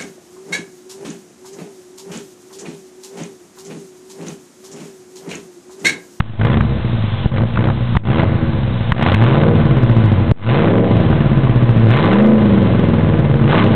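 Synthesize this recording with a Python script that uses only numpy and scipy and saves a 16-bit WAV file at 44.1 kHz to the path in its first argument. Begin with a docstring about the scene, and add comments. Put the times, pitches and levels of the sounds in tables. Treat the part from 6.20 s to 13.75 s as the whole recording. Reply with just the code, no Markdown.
"""A V8 pickup with an open exhaust, standing on gravel, is blipped and then revved hard.
The microphone lies on the ground close by, in a camera with a narrow audio band.
Each firing sends a pulse and a puff of turbulent gas down the pipes: raspy under throttle, a lumpy
throb on the overrun. Gas blowing along the ground rumbles at the microphone. Pops and hard single
firings come at listed moments, many near a stab of throttle; overloads make the gain control duck."""
import sys
import numpy as np
from scipy import signal
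from scipy.fft import rfft, irfft, next_fast_len
from scipy.io import wavfile
from scipy.ndimage import uniform_filter1d, minimum_filter1d, map_coordinates

SR = 44100
rng = np.random.default_rng(int(sys.argv[2]) if len(sys.argv) > 2 else 0)


def inscribe(sig):
    """Save sig as 16-bit PCM at rate SR to the path in sys.argv[1].

    A 1-D sig is mono; a 2-D sig holds one channel per row.
    Samples are clipped to [-1, 1] before scaling.
    """
    pcm = np.round(np.clip(np.atleast_2d(sig).T, -1, 1) * 32767)
    wavfile.write(sys.argv[1], SR, pcm.astype(np.int16))


N = 332955
TIME = np.arange(N) / SR


def amp(db):
    """Decibels to an amplitude factor."""
    return 10 ** (np.asarray(db) / 20)


def smooth(x, seconds):
    """A triangular running mean, from two passes of a flat one."""
    width = max(1, int(seconds * SR))
    return uniform_filter1d(uniform_filter1d(x, width), width)


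def steady(x):
    """x at a running rms of 1, keeping its fast throbs."""
    power = np.abs(smooth(x * x, 0.068))
    return x / np.sqrt(power + 1e-14)


def wobble(rate):
    """A smooth random curve, rate knots a second."""
    knots = rng.standard_normal(int(N * rate / SR) + 4)
    return map_coordinates(knots, [TIME * rate])


def filtered(x, gain, causal=True):
    """x through a gain of frequency; the causal form rings only after each pulse."""
    m = 2 * next_fast_len(N // 2 + 8192)
    response = gain(np.fft.rfftfreq(m, 1 / SR))
    if causal:  # minimum phase, by folding the cepstrum
        cepstrum = irfft(np.log(np.maximum(response, 1e-6)))
        cepstrum[1:m // 2] *= 2
        cepstrum[m // 2 + 1:] = 0
        response = np.exp(rfft(cepstrum))
    return irfft(rfft(x, m) * response, m)[..., :N]


def band(x, lo_hz, hi_hz, order=6):
    """The part of x between two frequencies."""
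    def gain(hz):
        low_side = 1 + (lo_hz / (hz + 1e-3)) ** (2 * order)
        high_side = 1 + (hz / hi_hz) ** (2 * order)
        return (low_side * high_side) ** -.5
    return filtered(x, gain, causal=False)


def lookup(rows, at):
    """Each later column of a table, read where its first column equals at."""
    key, *cols = np.transpose(rows)
    return np.array([np.interp(at, key, c) for c in cols])


# pedal presses: down t/s, easing from t/s, up t/s, depth [0-1], depth left on afterwards [0-1],
# note level/dB, rasp level/dB, level/dB of the coast after it
PEDAL_PRESSES = [(.18, 0.328, .425, .455, 0.02, 2, 1.5, 0), (1.085, 1.2, 1.27, 0.43, .07, 2, -2, -2),
                 (1.346, 1.455, 1.545, 0.33, 0.01, 1, 2, -0.5),
                 (1.784, 2.003, 2.085, .505, 0.03, -0.5, -1, 1),
                 (2.699, 3.208, 3.41, .593, .044, 0.5, 1.5, 1), (4.122, 4.419, 4.734, .779, .13, -1, -1, 0),
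                 (5.642, 5.914, 6.21, 0.94, 0.19, -0.5, -1.5, -0.5), (7.242, 7.55, 7.44, 1, 0, -0.5, 1, 7)]
PRESS_S, FIRST_DEPTH = .088, .093  # time to push the pedal down; its depth before the first press


def throttle():
    """Pedal depth: pushed down quickly, held, eased off."""
    points, before = [(0, FIRST_DEPTH)], FIRST_DEPTH
    for down, easing, up, depth, after, *_ in PEDAL_PRESSES:
        points += [(down, before), (down + PRESS_S, depth), (easing, depth), (up, after)]
        before = after
    return lookup(points, TIME)[0]


START_RATE, HIGH_RATE = 52, 220  # firings a second: at the start, and at top revs
PULL_RATE_PER_S, DRAG_PER_S = 537.6, 1.038  # firing rate gained per second at full pedal; friction
FULL_EFFORT_RATE_PER_S = 347  # run-up at which the cylinders burn hardest
STARVED_DEPTH, LOAD_SPAN = .22, .16  # depth that starves it at top revs; this much more pulls evenly


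def crankshaft():
    """Pedal against friction sets firing rate, load (0 coasting, 1 pulling) and effort 0-1."""
    pedal = throttle()
    drive = PULL_RATE_PER_S * pedal
    run_down = START_RATE * np.exp(-DRAG_PER_S * TIME)
    rate = run_down + signal.lfilter([1 / SR], [1, -np.exp(-DRAG_PER_S / SR)], drive)
    load = np.clip((pedal - STARVED_DEPTH * rate / HIGH_RATE) / LOAD_SPAN, 0, 1)
    effort = np.clip((drive - DRAG_PER_S * rate) / FULL_EFFORT_RATE_PER_S, 0, 1)
    return rate, load, effort


# cylinders in firing order: pipe length [0 near bank - 1 far bank], strength on the overrun level/dB
FIRING_ORDER = [(0.15, 3), (1, 1.5), (0.99, 12), (0.12, 4.5), (0.75, 7.5), (0.11, -8), (0.1, 2), (0.98, -2)]


def firings(cycle, fast, load, far_db=-3, far_lag=.0009, scatter_db=1.8, overrun_scatter_db=0.5,
            lope_db=2, jitter=.00005, overrun_jitter=0.00029, lope_jitter=0.00052):
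    """One pulse per cylinder; the far bank comes later and weaker, idle and overrun burn unevenly."""
    n = np.arange(1, int(cycle[-1] * 8))
    s = np.interp(n / 8, cycle, TIME)
    far, uneven_db = np.array(FIRING_ORDER)[n % len(FIRING_ORDER)].T
    starved, lope, pull = (np.interp(s, TIME, c) for c in ((1 - load) * fast, 1 - fast, load))
    size, shift = rng.standard_normal((len(n), 2)).T
    db = far * far_db * (1 + pull) / 2 + starved * uneven_db  # the far bank loses half as much coasting
    spread_db = scatter_db * (1 - 0.14 * pull * (1 - lope))
    spread_db += starved * overrun_scatter_db + lope * (1 - pull) * lope_db
    db += size * spread_db
    s = s + far * far_lag + shift * (jitter + starved * overrun_jitter + lope ** 2 * lope_jitter)
    return np.bincount(np.clip(s * SR, 0, N - 1).astype(int), amp(db), N)


def jets(pulses, rate, life=0.52, spit_db=2.0):
    """Each pulse drags a jet of its own strength, dying over a share (life) of the firing interval."""
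    latest = np.maximum.accumulate(np.arange(N) * (pulses > 0))
    strength = pulses * amp(spit_db * rng.standard_normal(N))
    decay = np.exp(-(TIME - TIME[latest]) * rate / life)
    return smooth(strength[latest] * decay, 0.0014)


# resonances of the pipes and the underbody: f/Hz, width f/Hz, lift level/dB
PIPE_RESONANCES = [(114.2, 58, 10), (214.8, 63, 6.5), (228.9, 19, 8), (325, 30, 15), (397.5, 58, 10),
                   (472.4, 18, 12), (541.8, 81, 12), (652, 73, 5.5), (801.4, 13, 8.5), (868, 14, 7),
                   (1005, 37, 7.5), (1139, 220, 4.5), (1504, 98, 4.5), (1727, 16, 4), (2078, 17, 7.5)]
# slope of the exhaust under those peaks: f/Hz, level/dB
PIPE_SLOPE = [(20, -48.5), (45, 2), (75, -3), (110, 10.5), (200, -2.5), (300, -12), (500, -15.5),
              (1200, -19.5), (2000, -21.5), (3500, -25.5), (4400, -34.5)]


def pipe(hz):
    """Gain of the exhaust: a falling slope with standing-wave peaks."""
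    f, db = np.transpose(PIPE_SLOPE)
    peaks_db = sum(lift / (1 + (2 * (hz - centre) / width) ** 2) for centre, width, lift in PIPE_RESONANCES)
    return amp(np.interp(np.log(hz + 1), np.log(f), db) + peaks_db)


# exhaust while coasting: rate [firings/s], then boom, bark, rasp, hiss level/dB
COASTING_LEVELS = [(42, -23, -33, -33.5, -34.5), (51.5, -21.5, -35.5, -33.5, -37), (65, -21, -30, -35, -40),
                   (81, -18, -27, -32.5, -42), (108, -16.5, -24, -29, -37), (134, -16.5, -23, -29, -38.5),
                   (170, -16.5, -21, -27.5, -35), (220, -18.5, -17, -28, -36.5)]
# exhaust while pulling: rate [firings/s], then boom, bark, rasp, hiss level/dB
PULLING_LEVELS = [(50, -20.5, -26.5, -26, -34), (65, -19, -23, -25.5, -34.5),
                  (83.33, -18.5, -22.5, -21, -29), (133, -18.5, -21, -23, -31.5),
                  (158, -20.5, -17, -22.5, -32.5), (204, -28.5, -20.5, -20.5, -31.5)]
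# rise from no effort to full effort: boom, bark, rasp, hiss level/dB
EFFORT_RISE = (-5.5, -2.5, 9.5, 12.5)
USUAL_EFFORT = 0.67  # the effort that adds no rise or fall to the pulling levels


def exhaust_levels(rate, load, effort):
    """Note, boom, bark, rasp and hiss in dB: speed and load set them, effort brightens the sound."""
    presses = np.array(PEDAL_PRESSES)
    latest = np.maximum(np.searchsorted(presses[:, 0], TIME) - 1, 0)
    note_db, rasp_db, coast_db = smooth(presses[latest, -3:].T, 0.036)
    pulling = lookup(PULLING_LEVELS, rate) + np.outer(EFFORT_RISE, effort - USUAL_EFFORT)
    pulling[2:] += rasp_db  # rasp and hiss
    coasting = lookup(COASTING_LEVELS, rate) + coast_db
    return note_db, *(load * pulling + (1 - load) * coasting)


def engine_order(x, cycle, order):
    """The line of x at a multiple of the cycle rate."""
    turn = np.exp(2j * np.pi * order * cycle)
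    return 2 * (smooth(x / turn, .06) * turn).real


# strength of an engine order as it sweeps through the pipe's resonances: f/Hz, level/dB
ORDER_SWEEP = [(40, -44.5), (50, -39), (58, -32), (72, -25), (84, -24), (95, -13.5), (108, -10.5),
               (122, -13), (137, -13.5), (152, -16), (180, -18.5), (197, -12.5), (222, -10), (238, -14),
               (275, -22), (325, -19), (440, -21.5)]


def low_orders(thud, cycle, rate, load, fast, note_db, note_pull_db=0.5, octave_db=-8.5,
               beat_db=-7.0, beat_pull_db=-.5, sub_db=-33):
    """The firing note and its kin, lifted by the pipe; gives them and the thud without them."""
    # order 8 is the firing note and 16 its octave; uneven turns of the two banks give orders 5 and 3
    note, octave, beat, sub = (engine_order(thud, cycle, order=k) for k in (8, 16, 5, 3))
    note_sweep_db, octave_sweep_db, beat_sweep_db = (lookup(ORDER_SWEEP, rate * k / 8)[0] for k in (8, 16, 5))
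    rest = thud - note - octave - beat - sub
    tones = amp(note_sweep_db + note_db + note_pull_db * load) * steady(note)
    tones += amp(octave_sweep_db + octave_db + 4.1 * load * (1 - fast)) * steady(octave)
    tones += amp(beat_sweep_db + beat_db + beat_pull_db * load) * steady(beat)
    tones += amp(sub_db - 9.7 * load - 16 * (0.5 - fast)) * steady(sub)
    return tones, rest


def engine():
    """Pulses and gas puffs ring the pipes; the low engine orders carry the note."""
    rate, load, effort = crankshaft()
    note_db, boom_db, bark_db, rasp_db, hiss_db = exhaust_levels(rate, load, effort)
    fast = np.clip((rate - 55) / 70, 0, 1)  # 0 at idle, 1 at high revs
    idle = (1 - load) * (1 - fast)
    uneven_rate = rate * (1 + (.0015 + .02 * idle) * wobble(25))
    cycle = np.cumsum(uneven_rate) / SR / len(FIRING_ORDER)
    pulses = firings(cycle, fast, load)
    puffs = jets(pulses, rate) * rng.standard_normal(N)
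    sources = [steady(pulses), steady(puffs), rng.standard_normal(N)]
    thud, puff, flow = filtered(np.array(sources), pipe)
    tones, thud = low_orders(thud, cycle, rate, load, fast, note_db)
    tones += overtones(cycle, rate, load)

    body = band(thud + (.55 - 0.43 * fast) * puff, 45, 270)
    racing = np.clip((rate - 150) / 60, 0, 1)  # the deepest throb thins out at top revs
    boom = amp(boom_db) * steady(body - racing * band(body, 5, 108, order=4))

    bark_puff = (.4 - 0.12 * load * fast) * puff
    bark_flow = (0.65 + .5 * idle) * (1 - .6 * load) * flow
    bark = amp(bark_db) * steady(band(thud + bark_puff + bark_flow, 230.6, 716))

    # under throttle the treble comes in sharp spits; coasting leaves a smooth rush
    spit = (0.26 * thud + puff) * (1 - 0.47 * idle)
    rasp = amp(rasp_db) * steady(band(spit + (1.15 - 1.02 * load) * flow, 687, 2097))
    rush = steady(band(spit + (1.4 - 1.37 * load) * flow, 2580, 9200))
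    hiss = amp(hiss_db) * steady(rush + 0.51 * idle * idle_air(rate))
    return tones + boom + bark + rasp + hiss


def idle_air(rate, base_hz=2450, rise_hz=19, width_hz=260):
    """Narrow noise on a carrier: a whistling hiss at idle that sinks as the engine slows."""
    phase = 2 * np.pi * np.cumsum(base_hz + rise_hz * rate) / SR
    return steady(band(rng.standard_normal(N), 5, width_hz, order=2) * np.cos(phase))


def buffet(level_db=-42):
    """Exhaust gas blowing along the ground rumbles at the microphone."""
    rumble = steady(band(rng.standard_normal(N), 16, 30, order=2))
    return amp(level_db + 5.0 * wobble(16)) * rumble


# pops and hard single firings: t/s, pressure push level/dB, crack level/dB, centre of the crack f/Hz
POPS_AND_HARD_FIRINGS = [(.002, 0, -11.5, 1250), (0.214, -13, -21.5, 1490), (.249, -13, -20.5, 1380),
                         (0.407, -1.5, -14, 1188), (1.058, 6, -16.5, 788), (1.171, -14.5, -25.5, 1814),
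                         (1.208, -14, -21, 592), (1.357, -11.5, -22, 1300), (1.373, -3, -15.5, 1185),
                         (1.487, -12.5, -18.5, 548), (1.5, -16.5, -19, 1000), (1.751, -5.5, -17.5, 900),
                         (1.767, 11, 0, 1187), (1.997, -11, -18, 1690), (2.032, -9.5, -10, 550),
                         (2.7202, 3.5, -4, 1180), (2.944, -0.5, -10, 2200), (4.114, 27.5, -9, 1000),
                         (4.928, -8, -16, 900), (5.269, -10, -22, 1020)]


def pops_and_hard_firings(push_hz=125, push_life=0.0068, crack_life=0.0058, spread=1.43):
    """A swing of pressure with a crack of band-limited noise on top, at each listed moment."""
    t = np.arange(SR // 20) / SR
    push = np.sin(2 * np.pi * push_hz * t) * np.exp(-(t / push_life) ** 6)
    burst = np.exp(-(t / crack_life) ** 4)
    out = np.zeros(N + len(t))
    for s, push_db, crack_db, hz in POPS_AND_HARD_FIRINGS:
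        edges = np.clip([hz / spread, hz * spread], 100, 8000)
        crack_band = signal.butter(2, edges, "band", fs=SR, output="sos")
        crack = burst * signal.sosfilt(crack_band, rng.standard_normal(len(t)))
        crack *= np.linalg.norm(burst) / np.linalg.norm(crack)  # the burst's energy, before its level
        out[max(0, round(s * SR)):][:len(t)] += amp(push_db) * push + amp(crack_db) * crack
    return out[:N]


# upper orders that sing out at high revs: order [multiple of the cycle rate], level/dB
UPPER_ORDERS = [(9, -22), (13, -24), (18, -28), (20, -33), (24, -35)]


def overtones(cycle, rate, load, waver_db=1.0, coast_db=-9, growth=1.5):
    """Even burning at high revs brings out clean upper orders, stronger under load."""
    lines = 0
    for order, db in UPPER_ORDERS:
        tone = np.sin(2 * np.pi * (round(order) * cycle + rng.random()))
        lines = lines + amp(db + waver_db * wobble(14)) * tone
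    return np.sqrt(2) * lines * amp(coast_db * (0.5 - load)) * (rate / HIGH_RATE) ** growth


HELD_LOW_UNTIL_S, HELD_LOW_DB = .19, -12.5  # the sound of engine and rumble is held low at first


def scene():
    """Engine and ground rumble, their sound held low for the first moments, with pops and hard firings."""
    opening = amp(HELD_LOW_DB * smooth(1. * (TIME < HELD_LOW_UNTIL_S), 0.0068))
    return (opening * (engine() + buffet()) + pops_and_hard_firings())[None]


GAIN_LAG_S, GAIN_ATTACK_S = .0022, .005  # the gain control reacts this late and this gradually


def gain_control(x, limit_db=1, hold=0.042, release_db=215, deepest_db=26, overreaction=1.207):
    """Overloads pull the gain down after a short lag; it holds, then climbs release_db a second."""
    over_db = overreaction * np.maximum(20 * np.log10(np.abs(x) + 1e-9) - limit_db, 0)
    width = 2 * int(hold * SR / 2) + 1
    held = -minimum_filter1d(-over_db, width, origin=width // 2)
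    released = np.maximum.accumulate(held + release_db * TIME) - release_db * TIME
    cut_db = smooth(np.minimum(released, deepest_db), GAIN_ATTACK_S)
    return x * amp(-np.interp(TIME - GAIN_LAG_S, TIME, cut_db, left=0))


BAND_HZ, TOP_HZ = 4047, 15800  # the camera's audio bandwidth, far below its storage limit


def record(dry, ceiling=0.78, offset=-.038):
    """Gain control, saturating preamplifier, narrow band, and a converter that sits off zero and clips."""
    x = gain_control(dry[0])
    x = x / (1 + np.abs(x / ceiling) ** 8) ** (1 / 8)
    x = np.clip(band(x, 10, BAND_HZ, order=26) + offset, -.72, .72)
    return filtered(x, lambda hz: 1. * (hz < TOP_HZ), causal=False)[None]


dry = scene()
out = record(dry)
inscribe(out)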